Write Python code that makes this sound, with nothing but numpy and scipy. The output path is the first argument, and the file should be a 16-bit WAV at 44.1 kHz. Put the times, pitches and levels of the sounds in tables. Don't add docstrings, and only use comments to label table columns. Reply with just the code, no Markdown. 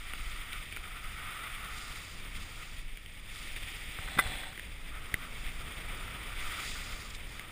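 import sys
import numpy as np
from scipy import signal
from scipy.fft import rfft, irfft, next_fast_len
from scipy.io import wavfile

SR = 44100
rng = np.random.default_rng(int(sys.argv[2]) if len(sys.argv) > 2 else 0)


def dump(signal):
    limited = np.clip(np.atleast_2d(signal).T, -1, 1)
    pcm = np.round(limited * 32767).astype(np.int16)
    wavfile.write(sys.argv[1], SR, pcm)


N = 331191
TIME = np.arange(N) / SR
FFT_SIZE = 2 * next_fast_len(N // 2 + SR // 2)
FREQS = np.maximum(np.fft.rfftfreq(FFT_SIZE, 1 / SR), 1)

# f/Hz, level/dB
WIND_SPECTRUM = [(5, -17), (14, 1.5), (26, 0.5), (50, -6.5), (80, -11.5), (105, -15.5), (160, -22.5),
                 (260, -28), (600, -42), (2000, -87)]
BOARD_SPECTRUM = [(60, -47), (130, 9), (260, 2.5), (340, 1.5), (500, 1), (800, -1), (1100, -0.5), (1700, 0),
                  (3000, -34), (6000, -56)]
# t/s, peak level/dB, half length/s, time the pole wobbles on/s
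BUMPS = [(.212, -33, 0.0066, .22), (.797, -37, 0.0057, 0), (1.065, -35.5, .008, 0), (2.8, -35, 0.0085, .16),
         (3.994, -36, .0022, 0), (4.172, -31.5, 0.0013, 0), (4.187, -31, 0.00077, 0),
         (4.263, -31.5, .003, 0), (5.1437, -30, 0.0019, 0), (5.406, -33, 0.0072, .09),
         (6.464, -30.5, 0.011, 0), (6.936, -32, .008, 0)]
# t/s, level/dB, brightness f/Hz
POLE_KNOCKS = [(3.9868, -19, 450), (4.076, -30, 1500), (4.084, -26.5, 1200), (4.176, -23, 2000),
               (4.1861, -16, 2500), (4.1897, -5.5, 1700), (4.1947, -15.5, 3000), (4.1966, -16, 12000),
               (4.202, -31, 12000), (4.2085, -28, 9000), (4.264, -26, 1200), (4.434, -29, 1500),
               (4.528, -34, 1200)]
# t/s, level/dB
POLE_SHUDDER = [(3.95, -63), (4.05, -52), (4.2, -44), (4.38, -46.5), (4.49, -49.5), (4.56, -61)]
# f/Hz, level/dB, time to fade by 60 dB/s
POLE_TONES = [(239, -27, 0.013), (454, -13, 0.012), (680, -13.5, 0.026), (1150, -1.5, 0.012),
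              (1316, -1.5, 0.024), (1540, -2.5, 0.034), (2007, -3, 0.041), (2380, -4.5, 0.017),
              (3532, -6.5, 0.039), (4980, -11, 0.0052), (7100, -16, .01), (8360, -12.5, 0.038),
              (9740, -7.5, 0.014), (9980, -7, 0.026), (10650, -4.5, 0.02), (13520, -5, 0.017),
              (14020, -3, .018)]
WALL_TONES = [(190, -12, 0.017), (344, -10, 0.0084), (796, -23, 0.0023), (1520, -15.5, 0.018),
              (1893, -5, 0.009), (2215, 1.5, 0.0055), (2900, -2.5, 0.0051), (3800, -13, 0.0067),
              (4430, -14, 0.0039), (6850, -17, 0.0054), (8950, -10, 0.0043), (10070, -13.5, 0.012),
              (14100, -12, 0.011), (14700, -17, .006)]
# t/s, level/dB, pitch of the spot f/Hz
SNOW_FLECKS = [(0.1353, -33, 2880), (0.1354, -30, 1400), (0.5317, -31.5, 3740), (0.725, -31, 2480),
               (.764, -29, 2420), (0.7706, -30, 1420), (2.9728, -31.5, 2320), (3.061, -37.5, 3100),
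               (3.5632, -29, 2450), (4.577, -33, 1900), (4.5956, -30, 1880), (5.1415, -17, 2010),
               (5.142, -26, 2000), (7.3952, -28.5, 2070)]
# f/Hz, width/Hz, level/dB
SHUDDER_COLOUR = [(250, 120, -5), (580, 110, -1), (758, 89, 5.5), (914, 58, 0), (1250, 200, -6),
                  (1540, 140, 0), (1900, 290, 2.5), (3430, 140, 5.5), (3900, 610, -2.5), (8370, 810, -6)]
SPRAY_COLOUR = [(3780, 700, -0.5), (4803, 630, 1), (5543, 420, -4.5), (6450, 430, -5), (7135, 570, -2.5),
                (8240, 1700, -8.5)]
EDGE_COLOUR = [(720, 78, -10.5), (900, 300, -17), (1266, 198, 1), (1430, 250, -3.5), (2010, 390, -6.5),
               (10630, 370, -17), (13360, 310, -18.5)]
SWISH_COLOUR = [(1910, 260, -1), (2224, 300, 0.5), (2528, 380, -2), (2906, 350, -5.5), (3247, 380, -4),
                (3570, 254, -4.5), (3890, 380, -16), (5170, 610, -24.5), (8500, 550, -12),
                (9100, 920, -15.5), (9740, 700, -12), (12000, 3000, -39), (14100, 620, -14.5),
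                (14800, 520, -14.5)]
# t/s, level/dB, half length/s, iciness from 0 to 1
CRUST_LUMPS = [(0.529, -37.5, .008, 0), (.57, -48, 0.027, 0.01), (1.325, -46, 0.055, 0),
               (1.47, -45, 0.0042, 0), (1.546, -43.5, .025, 0.01), (1.781, -47, .007, .7),
               (1.962, -40.5, .0047, 0), (2.022, -43, .0035, 0), (2.36, -41.5, .014, 0.07),
               (2.421, -46, .015, 0.1), (2.558, -42, 0.0038, 0), (2.792, -44.5, .011, 0),
               (3.303, -45.5, .014, 0), (3.372, -46, .035, 0.06), (3.57, -39, 0.0059, 0.03),
               (4.372, -41.5, 0.033, 0), (5.47, -42, 0.024, 0), (5.724, -41, 0.004, 0),
               (6.685, -43, .05, 0.5), (7.106, -41.5, .0022, 0.7), (7.151, -46, .009, .5)]
# t/s, level/dB
SKI_SPEED = [(0.0, -61.5), (2.48, -57), (3.01, -63.5), (3.61, -57), (3.99, -58.5), (4.24, -51), (4.55, -59),
             (4.84, -58), (5.87, -53.5), (7.5, -57.5)]
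SKI_PRESSURE = [(0.0, -49), (0.44, -48), (0.79, -49.5), (1.06, -48.5), (1.38, -47.5), (1.86, -48),
                (2.13, -50.5), (2.42, -51.5), (2.59, -51), (2.92, -54), (3.32, -52.5), (3.49, -48),
                (3.68, -46), (4.05, -47.5), (4.28, -45.5), (4.53, -50.5), (4.68, -51.5), (5.16, -51.5),
                (5.64, -48), (6.2, -48.5), (6.43, -45.5), (6.58, -43.5), (7.08, -51), (7.5, -52)]
# start t/s, end t/s, level/dB relative to the pressure
TAIL_SKIDS = [(.02, .3, -10), (1.62, 2.15, -6), (2.26, 2.76, -6.5), (3.2, 3.4, -5.5), (4.9, 5.5, -13),
              (6.3, 6.55, -10.5), (6.55, 7.06, -4.5), (7.2, 7.28, -3.5)]
EDGE_BITES = [(-.1, .3, -5), (.33, .53, -2), (.78, 1.1, -2), (1.15, 1.72, 0.7), (1.8, 1.95, -3.5),
              (2.05, 2.7, -9), (2.33, 2.38, -4.5), (2.54, 2.58, -4.5), (3.27, 3.33, -4), (4.89, 5.27, -0.5),
              (5.36, 5.75, -7.5), (5.8, 6.33, -4.5), (6.4, 6.6, -3), (6.7, 7.05, -4.5), (7.31, 7.6, -4)]


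def from_db(db):
    return 10 ** (np.asarray(db) / 20)


def rms_one(x):
    return x / np.sqrt(np.mean(x ** 2) + 1e-20)


def in_time(curve):
    return np.interp(TIME, *np.transpose(curve))


def shaped(x, gain):
    return rms_one(irfft(rfft(x, FFT_SIZE) * gain, FFT_SIZE)[:N])


def slope(points):
    hz, db = np.transpose(points)
    return from_db(np.interp(np.log(FREQS), np.log(hz), db))


def humps(bands):
    powers = (from_db(db) ** 2 / (1 + (2 * (FREQS - hz) / width) ** 4) for hz, width, db in bands)
    return np.sqrt(sum(powers))


def drift(rate_hz):
    return shaped(rng.standard_normal(N), 1 / (1 + (FREQS / rate_hz) ** 2))


def crunch(per_s, spread_db, hiss_db):
    sizes = from_db(spread_db * np.minimum(rng.exponential(1, N), 5)) * rng.choice([-1, 1], N)
    grains = rms_one(sizes * (rng.random(N) < per_s / SR))
    return rms_one(grains + from_db(hiss_db) * rng.standard_normal(N))


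def held(strokes, rise_s, fade_s, floor_db):
    power = from_db(floor_db) ** 2
    for start, end, db in strokes:
        swell = np.clip((TIME - start) / rise_s, 0, 1)
        fade = np.clip(1 - (TIME - end) / fade_s, 0, 1)
        power += (from_db(db) * swell * fade) ** 2
    return np.sqrt(power)


def blows(times, db):
    clicks = np.zeros(N)
    clicks[np.round(times * SR).astype(int)] = from_db(db)
    return clicks


def ring(clicks, hz, fade_s):
    decay, angle = from_db(-60 / (fade_s * SR)), 2 * np.pi * hz / SR
    return signal.lfilter([0, np.sin(angle)], [1, -2 * decay * np.cos(angle), decay ** 2], clicks + 1e-18)


def struck(tones, times, db, colour_db):
    spot_db = 0.7 * rng.standard_normal((len(times), len(tones)))
    out = np.zeros(N)
    for k, (hz, tone_db, fade_s) in enumerate(tones):
        clicks = blows(times, db + tone_db + colour_db(hz) + spot_db[:, k])
        out += (-1) ** k * ring(clicks, hz, fade_s)
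    return out


def wind(speed_db):
    level_db = -44 + 0.51 * (speed_db - np.mean(speed_db))
    gusts = rng.standard_normal(N) * from_db(0.94 * drift(rate_hz=6))
    return from_db(level_db) * shaped(gusts, slope(WIND_SPECTRUM))


def jolts(wobble_s=0.0636):
    out = np.zeros(N)
    for at, peak_db, half_length, wobbles_for in BUMPS:
        for swing in range(1 + int(wobbles_for / wobble_s)):
            offset = (TIME - at - swing * wobble_s) / half_length
            out += from_db(peak_db) * offset * np.exp((1 - np.minimum(offset ** 2, 100)) / 2)
    return out


def pole(gain_db):
    times, db, bright_hz = np.transpose(POLE_KNOCKS)
    clacks = struck(POLE_TONES, times, db + gain_db, lambda hz: -10 * np.log10(1 + (hz / bright_hz) ** 2))
    in_turn = (TIME > POLE_SHUDDER[0][0]) & (TIME < POLE_SHUDDER[-1][0])
    rattle = shaped(crunch(per_s=300, spread_db=1.5, hiss_db=-4), humps(SHUDDER_COLOUR))
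    return clacks + in_turn * from_db(in_time(POLE_SHUDDER)) * rattle


def snow_ticks(wall_db, spot_db):
    times, levels, spot_hz = np.transpose(SNOW_FLECKS)
    wall = struck(WALL_TONES, times, levels + wall_db, lambda hz: -np.minimum(abs(np.log2(hz / spot_hz)), 1))
    spots = sum(ring(blows(at, db + spot_db), hz, fade_s=0.013) for at, db, hz in SNOW_FLECKS)
    return wall + spots


def crusts(gain_db):
    soft_power, icy_power = np.zeros(N), np.zeros(N)
    for at, db, half_length, iciness in CRUST_LUMPS:
        power = from_db(db + gain_db) ** 2 * np.exp(-np.minimum(((TIME - at) / half_length) ** 2, 20))
        soft_power += power * (1 - iciness)
        icy_power += power * iciness
    grains = crunch(per_s=2700, spread_db=3, hiss_db=-6)
    soft = np.sqrt(soft_power) * shaped(grains, humps(SWISH_COLOUR))
    icy = np.sqrt(icy_power) * shaped(grains, humps(SPRAY_COLOUR))
    return soft + icy


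def board_rumble(level_db):
    return from_db(level_db) * shaped(rng.standard_normal(N), slope(BOARD_SPECTRUM))


def tail_spray(level_db, per_s):
    skid = held(TAIL_SKIDS, rise_s=0.15, fade_s=0.2, floor_db=-11.5)
    grains = crunch(per_s, spread_db=3.5, hiss_db=2.5)
    return skid * from_db(level_db) * shaped(grains, humps(SPRAY_COLOUR))


def edge_scrape(level_db, per_s):
    bite = held(EDGE_BITES, rise_s=0.041, fade_s=0.18, floor_db=-13)
    grains = crunch(per_s, spread_db=1, hiss_db=1)
    return bite * from_db(level_db) * shaped(grains, humps(EDGE_COLOUR))


def base_swish(level_db, per_s):
    grains = crunch(per_s, spread_db=3, hiss_db=4.5)
    return from_db(level_db) * shaped(grains, humps(SWISH_COLOUR))


def skis(speed_db):
    pressure_db = in_time(SKI_PRESSURE)
    extra_db = pressure_db - np.mean(pressure_db)
    crystals_per_s = 4000 * from_db(extra_db)
    uneven, edge_chatter = drift(rate_hz=20), drift(rate_hz=65)
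    swish = base_swish(pressure_db + 1 + 1.25 * uneven, crystals_per_s)
    scrape = edge_scrape(pressure_db + 0.93 * uneven + 0.96 * edge_chatter, crystals_per_s)
    spray = tail_spray(pressure_db + 0.35 * uneven + 1.24 * edge_chatter, crystals_per_s)
    rumble = board_rumble(speed_db + 1.5 + 0.27 * extra_db + 0.97 * uneven)
    return swish + scrape + spray + rumble


def scene():
    speed_db = in_time(SKI_SPEED)
    snow = skis(speed_db) + crusts(gain_db=-3.5) + snow_ticks(wall_db=0.5, spot_db=-1)
    camera = wind(speed_db) + jolts() + pole(gain_db=-5.5)
    return (snow + camera)[None, :]


def record(dry):
    cutoff_hz = 15300
    return signal.sosfilt(signal.ellip(12, .1, 80, cutoff_hz, fs=SR, output="sos"), dry)


dry = scene()
out = record(dry)
dump(out)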